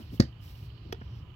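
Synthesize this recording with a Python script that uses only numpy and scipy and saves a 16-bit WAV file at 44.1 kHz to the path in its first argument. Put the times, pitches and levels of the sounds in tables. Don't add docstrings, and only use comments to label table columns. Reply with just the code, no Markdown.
import sys
import numpy as np
from scipy import signal
from scipy.fft import rfft, irfft
from scipy.io import wavfile

SR = 44100
rng = np.random.default_rng(int(sys.argv[2]) if len(sys.argv) > 2 else 0)


def unload_audio(sound):
    columns = np.transpose(np.atleast_2d(sound))
    steps = np.round(np.clip(columns, -1, 1) * 32767)
    wavfile.write(sys.argv[1], SR, steps.astype(np.int16))


N = 59535
TIME = np.arange(N) / SR
BINS_HZ = np.maximum(np.arange(N // 2 + 1) * SR / N, 1)

# f/Hz, left minus right/dB
NEAR_BALANCE = [(400, 0), (1300, -1), (2400, 1), (4400, -3), (6000, 2), (8000, 10), (10500, 4), (14000, 1)]


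def from_db(db):
    return 10 ** (np.asarray(db) / 20)


def pan(db):
    return from_db(np.array([[.5], [-.5]]) * db)


def over_bins(points):
    hz, value = np.transpose(points)
    return np.interp(np.log(BINS_HZ), np.log(hz), value)


def burst(peak_s, rise_s, decay_s):
    age = TIME - peak_s
    return np.exp(-.5 * (np.minimum(age, 0) / rise_s) ** 2 - np.maximum(age, 0) / decay_s)


def ring(start, modes):
    age = np.maximum(TIME - start, 0)
    return sum(from_db(db - 60 * age / t60) * np.sin(2 * np.pi * hz * age) for hz, db, t60 in modes)


def left_first(x, lag_s=.00032):
    return np.array([x, np.interp(TIME - lag_s, TIME, x)])


def white(grain_db):
    return rng.standard_normal(N) * from_db(grain_db * np.minimum(rng.exponential(1, N), 4))


def coloured(x, colour, balance):
    x = irfft(rfft(x) * from_db(over_bins(colour)) * pan(over_bins(balance)), N)
    return x / np.sqrt(np.mean(x ** 2))


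def near_noise(colour, grain_db=0, share=.65):
    common = left_first(white(grain_db))
    separate = np.array([white(grain_db), white(grain_db)])
    return coloured(np.sqrt(share) * common + np.sqrt(1 - share) * separate, colour, NEAR_BALANCE)


def far_noise(colour, alike_below_hz=880):
    # f/Hz, left minus right/dB
    far_balance = [(300, -0.5), (700, -1.5), (1300, -8), (2600, -12.5), (4400, -14.5), (8000, 14),
                   (14000, -9.5)]
    separate = rfft(rng.standard_normal((2, N)))
    common = rfft(rng.standard_normal(N))
    share = 1 / (1 + (BINS_HZ / alike_below_hz) ** 2)
    noise = irfft(np.sqrt(share) * common + np.sqrt(1 - share) * separate, N)
    return coloured(noise, colour, far_balance)


def field(air_db=-60):
    # f/Hz, level/dB
    air_colour = [(100, 12), (400, 3), (700, 1), (1150, 0.5), (1500, -2.5), (2200, -4.5), (2950, 4),
                  (3600, -9.5), (5000, -15.5), (7000, -21.5), (9000, -34.5), (13000, -20.5), (16000, -25)]
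    rumble_colour = [(20, -23), (40, -14), (64, 0.5), (82, -5), (112, 1), (145, -7.5), (180, -16),
                     (260, -23.5), (360, -23.5), (520, -36), (800, -37), (6000, -102)]
    ringing_colour = [(700, -50), (990, 9), (1100, -3.5), (1220, 7.5), (1400, -12.5), (3000, -70)]
    rasp_colour = [(2000, -23), (3600, -6.5), (4200, -1), (4900, -4.5), (5700, -17), (7500, -52)]
    # t/s, level/dB
    rumble_level = [(0, -42.5), (.3, -46), (.65, -43), (.98, -44), (1.13, -41), (1.35, -45)]
    ringing_level = [(1.0, -72.5), (1.09, -67.5), (1.2, -66.5), (1.28, -67.5), (1.35, -64.5)]
    rasp_level = [(0, -70), (.06, -66.5), (.3, -75), (.55, -71.5), (.75, -65), (.9, -67), (1.0, -73),
                  (1.35, -98)]
    out = from_db(air_db) * far_noise(air_colour)
    for level, colour in ((rumble_level, rumble_colour), (ringing_level, ringing_colour),
                          (rasp_level, rasp_colour)):
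        level_db = np.interp(TIME, *np.transpose(level))
        out += from_db(level_db) * far_noise(colour)
    return out


def sand(rise_s=.021, decay_s=.028):
    # start/s, end/s, rub level/dB, hiss level/dB
    sweeps = [(-.01, 0.02, -63, -61.5), (0.064, .115, -68, -73), (0.146, 0.156, -62, -58),
              (0.443, 0.517, -63.5, -61), (0.56, 0.658, -67, -65.5), (0.865, 0.95, -74, -85.5),
              (1.035, 1.14, -69.5, -87), (1.165, 1.192, -66.5, -78)]
    # f/Hz, level/dB
    rub_colour = [(800, -14), (2000, -5.5), (4400, -5), (5500, -1.5), (6800, -25.5), (9000, -33),
                  (16000, -27)]
    hiss_colour = [(2000, -4), (5000, -5), (7000, -7), (9500, -11), (11000, -4.5), (13500, 3),
                   (16000, -1.5)]
    rub, hiss = 0, 0
    for start, end, rub_db, hiss_db in sweeps:
        swell = np.exp(-.5 * (np.minimum(TIME - start, 0) / rise_s) ** 2)
        fade = np.exp(-np.maximum(TIME - end, 0) / decay_s)
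        rub = np.hypot(rub, from_db(rub_db) * swell * fade)
        hiss = np.hypot(hiss, from_db(hiss_db) * swell * fade)
    return (rub * pan(db=-7) * near_noise(rub_colour, grain_db=3)
            + hiss * pan(db=2.5) * near_noise(hiss_colour, grain_db=3))


def bumps():
    # t/s, thump level/dB, scuff level/dB, half length/s
    touches = [(.008, -43, -56.5, 0.01), (0.137, -36, -75, 0.011), (0.863, -40, -78, 0.0091),
               (0.899, -42, -66, 0.01), (1.018, -42.5, -47, 0.0036), (1.077, -55, -76, 0.009)]
    # f/Hz, level/dB
    thump_colour = [(50, -30), (110, 3), (200, 1.5), (330, -6.5), (600, -25.5), (1500, -57), (8000, -92)]
    scuff_colour = [(100, -32), (360, 10), (550, 9), (1100, 2), (1600, 10), (2300, -4), (3500, -15),
                    (9000, -41)]
    thump, scuff = 0, 0
    for t, thump_db, scuff_db, width in touches:
        bell_curve = np.exp(-.5 * ((TIME - t) / width) ** 2)
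        thump += from_db(thump_db) * bell_curve
        scuff += from_db(scuff_db) * bell_curve
    deep_noise = coloured(left_first(white(grain_db=0)), thump_colour, NEAR_BALANCE)
    return thump * deep_noise + scuff * near_noise(scuff_colour)


def chirps():
    first_s, pair_s, width_s = .0285, .0751, .002
    pitch_hz, spread_hz, fall_hz_per_s = 3017, 45, 60000
    strong_db, weaker_db, spread_db, fade_db_per_s = -55, -10, .6, 3
    out = 0
    times = np.arange(first_s, N / SR, pair_s / 2)
    chances = rng.standard_normal((100, 2))
    for k, (t, (level_chance, pitch_chance)) in enumerate(zip(times, chances)):
        age = TIME - t
        cycles = (pitch_hz + spread_hz * pitch_chance) * age - .5 * fall_hz_per_s * age ** 2
        level_db = strong_db + weaker_db * (k % 2) + spread_db * level_chance - fade_db_per_s * t
        bell_curve = np.exp(-.5 * np.minimum((age / width_s) ** 2, 100))
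        out += from_db(level_db) * bell_curve * np.sin(2 * np.pi * cycles)
    return pan(db=-16) * out


def clay_thud(lead_s=.0018, rise_s=.0006):
    # t/s, level/dB, softness/ms
    contacts = [(0.201, -5, 0.93), (0.2032, -27.5, 0.13), (0.2098, -13, 1.16), (0.2179, -28, 1.2)]
    # f/Hz, level relative to the first contact/dB, t60/s
    ground_tones = [(67, -22.5, 0.32), (139.8, -28, 0.49), (261.4, -16, 0.095), (333, -46, 0.2),
                    (510, -22, 0.044), (790, -21.5, 0.023)]
    landing_s, landing_db, _ = contacts[0]
    touch_s = landing_s - lead_s
    swell = 1 - np.exp(-np.maximum(TIME - touch_s, 0) / rise_s)
    out = from_db(landing_db) * ring(touch_s, ground_tones) * swell
    for t, db, soft_ms in contacts:
        progress = (TIME - t) * 1000 / soft_ms
        air_swing = -progress * np.exp(.5 * (1 - progress ** 2))
        out += from_db(db) * air_swing
    return left_first(out)


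def clay_slap():
    # t/s, level/dB, rise/s, decay/s, left minus right/dB
    spurts = [(0.1992, -33, 0.00057, 0.0054, -11), (0.202, -17.5, 0.00049, 0.0013, 0.5),
              (0.2044, -27, 0.00047, 0.0075, -0.5), (0.2256, -40, 0.003, 0.0031, -12),
              (.232, -50, .001, .003, -4), (0.239, -49, 0.0037, 0.022, -3.5)]
    # f/Hz, level/dB
    slap_colour = [(300, -9.5), (600, 11.5), (950, -9.5), (1350, -4), (1850, 4.5), (2500, -15), (3600, -10),
                   (4700, 3), (5600, -6), (7000, -15.5), (9800, -30.5), (13000, -24), (16000, -29)]
    level = sum(from_db(db) * pan(side) * burst(t, rise, decay) for t, db, rise, decay, side in spurts)
    return level * near_noise(slap_colour, grain_db=1.5)


def mould_knock(soften_hz=4000):
    # t/s, ring level/dB, crack level/dB
    hits = [(0.9253, -33.5, -33), (0.9271, -25.5, -37.5), (0.947, -41, -65), (1.011, -60, -63)]
    # f/Hz, level/dB, t60/s
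    wood_tones = [(389, -9.5, 0.12), (435, -3.5, 0.042), (726, -7.5, 0.022), (895, -11, 0.021),
                  (1390, -3, 0.019), (2250, -29, 0.018), (3395, -5.5, .012)]
    # f/Hz, level/dB
    crack_colour = [(400, -6), (900, -2.5), (1600, 2), (2700, -6.5), (3400, -4), (4300, -11), (5600, -2.5),
                    (7000, -21.5), (9000, -29.5), (11500, -15.5), (16000, -26)]
    wood = sum(from_db(db) * ring(t, wood_tones) for t, db, _ in hits)
    wood = signal.sosfilt(signal.butter(2, soften_hz, fs=SR, output="sos"), wood)
    crack = sum(from_db(db) * burst(t, rise_s=.0004, decay_s=.0027) for t, _, db in hits)
    return pan(db=-2.5) * (left_first(wood) + crack * near_noise(crack_colour))


def brick_echo(x, level_db=-23, t60_s=.18):
    # f/Hz, level/dB
    echo_colour = [(60, -4), (330, 6), (600, 0.5), (1200, -3), (5000, -1.5), (9000, -12), (16000, -10.5)]
    tail = far_noise(echo_colour) * burst(peak_s=.0068, rise_s=.0014, decay_s=t60_s / np.log(1000))
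    tail /= np.sqrt(np.sum(tail ** 2) / 2)
    return from_db(level_db) * signal.fftconvolve(x, tail, axes=1)[:, :N]


def scene():
    blows = clay_thud() + clay_slap() + mould_knock() + bumps()
    return blows + brick_echo(blows) + sand() + chirps() + field()


def record(dry):
    low_hz, high_hz = 40, 15900
    bass_cut = signal.cheby1(2, 1, low_hz, "high", fs=SR, output="sos")
    treble_cut = signal.ellip(10, .1, 80, high_hz, fs=SR, output="sos")
    return signal.sosfilt(treble_cut, signal.sosfilt(bass_cut, dry))


dry = scene()
out = record(dry)
unload_audio(out)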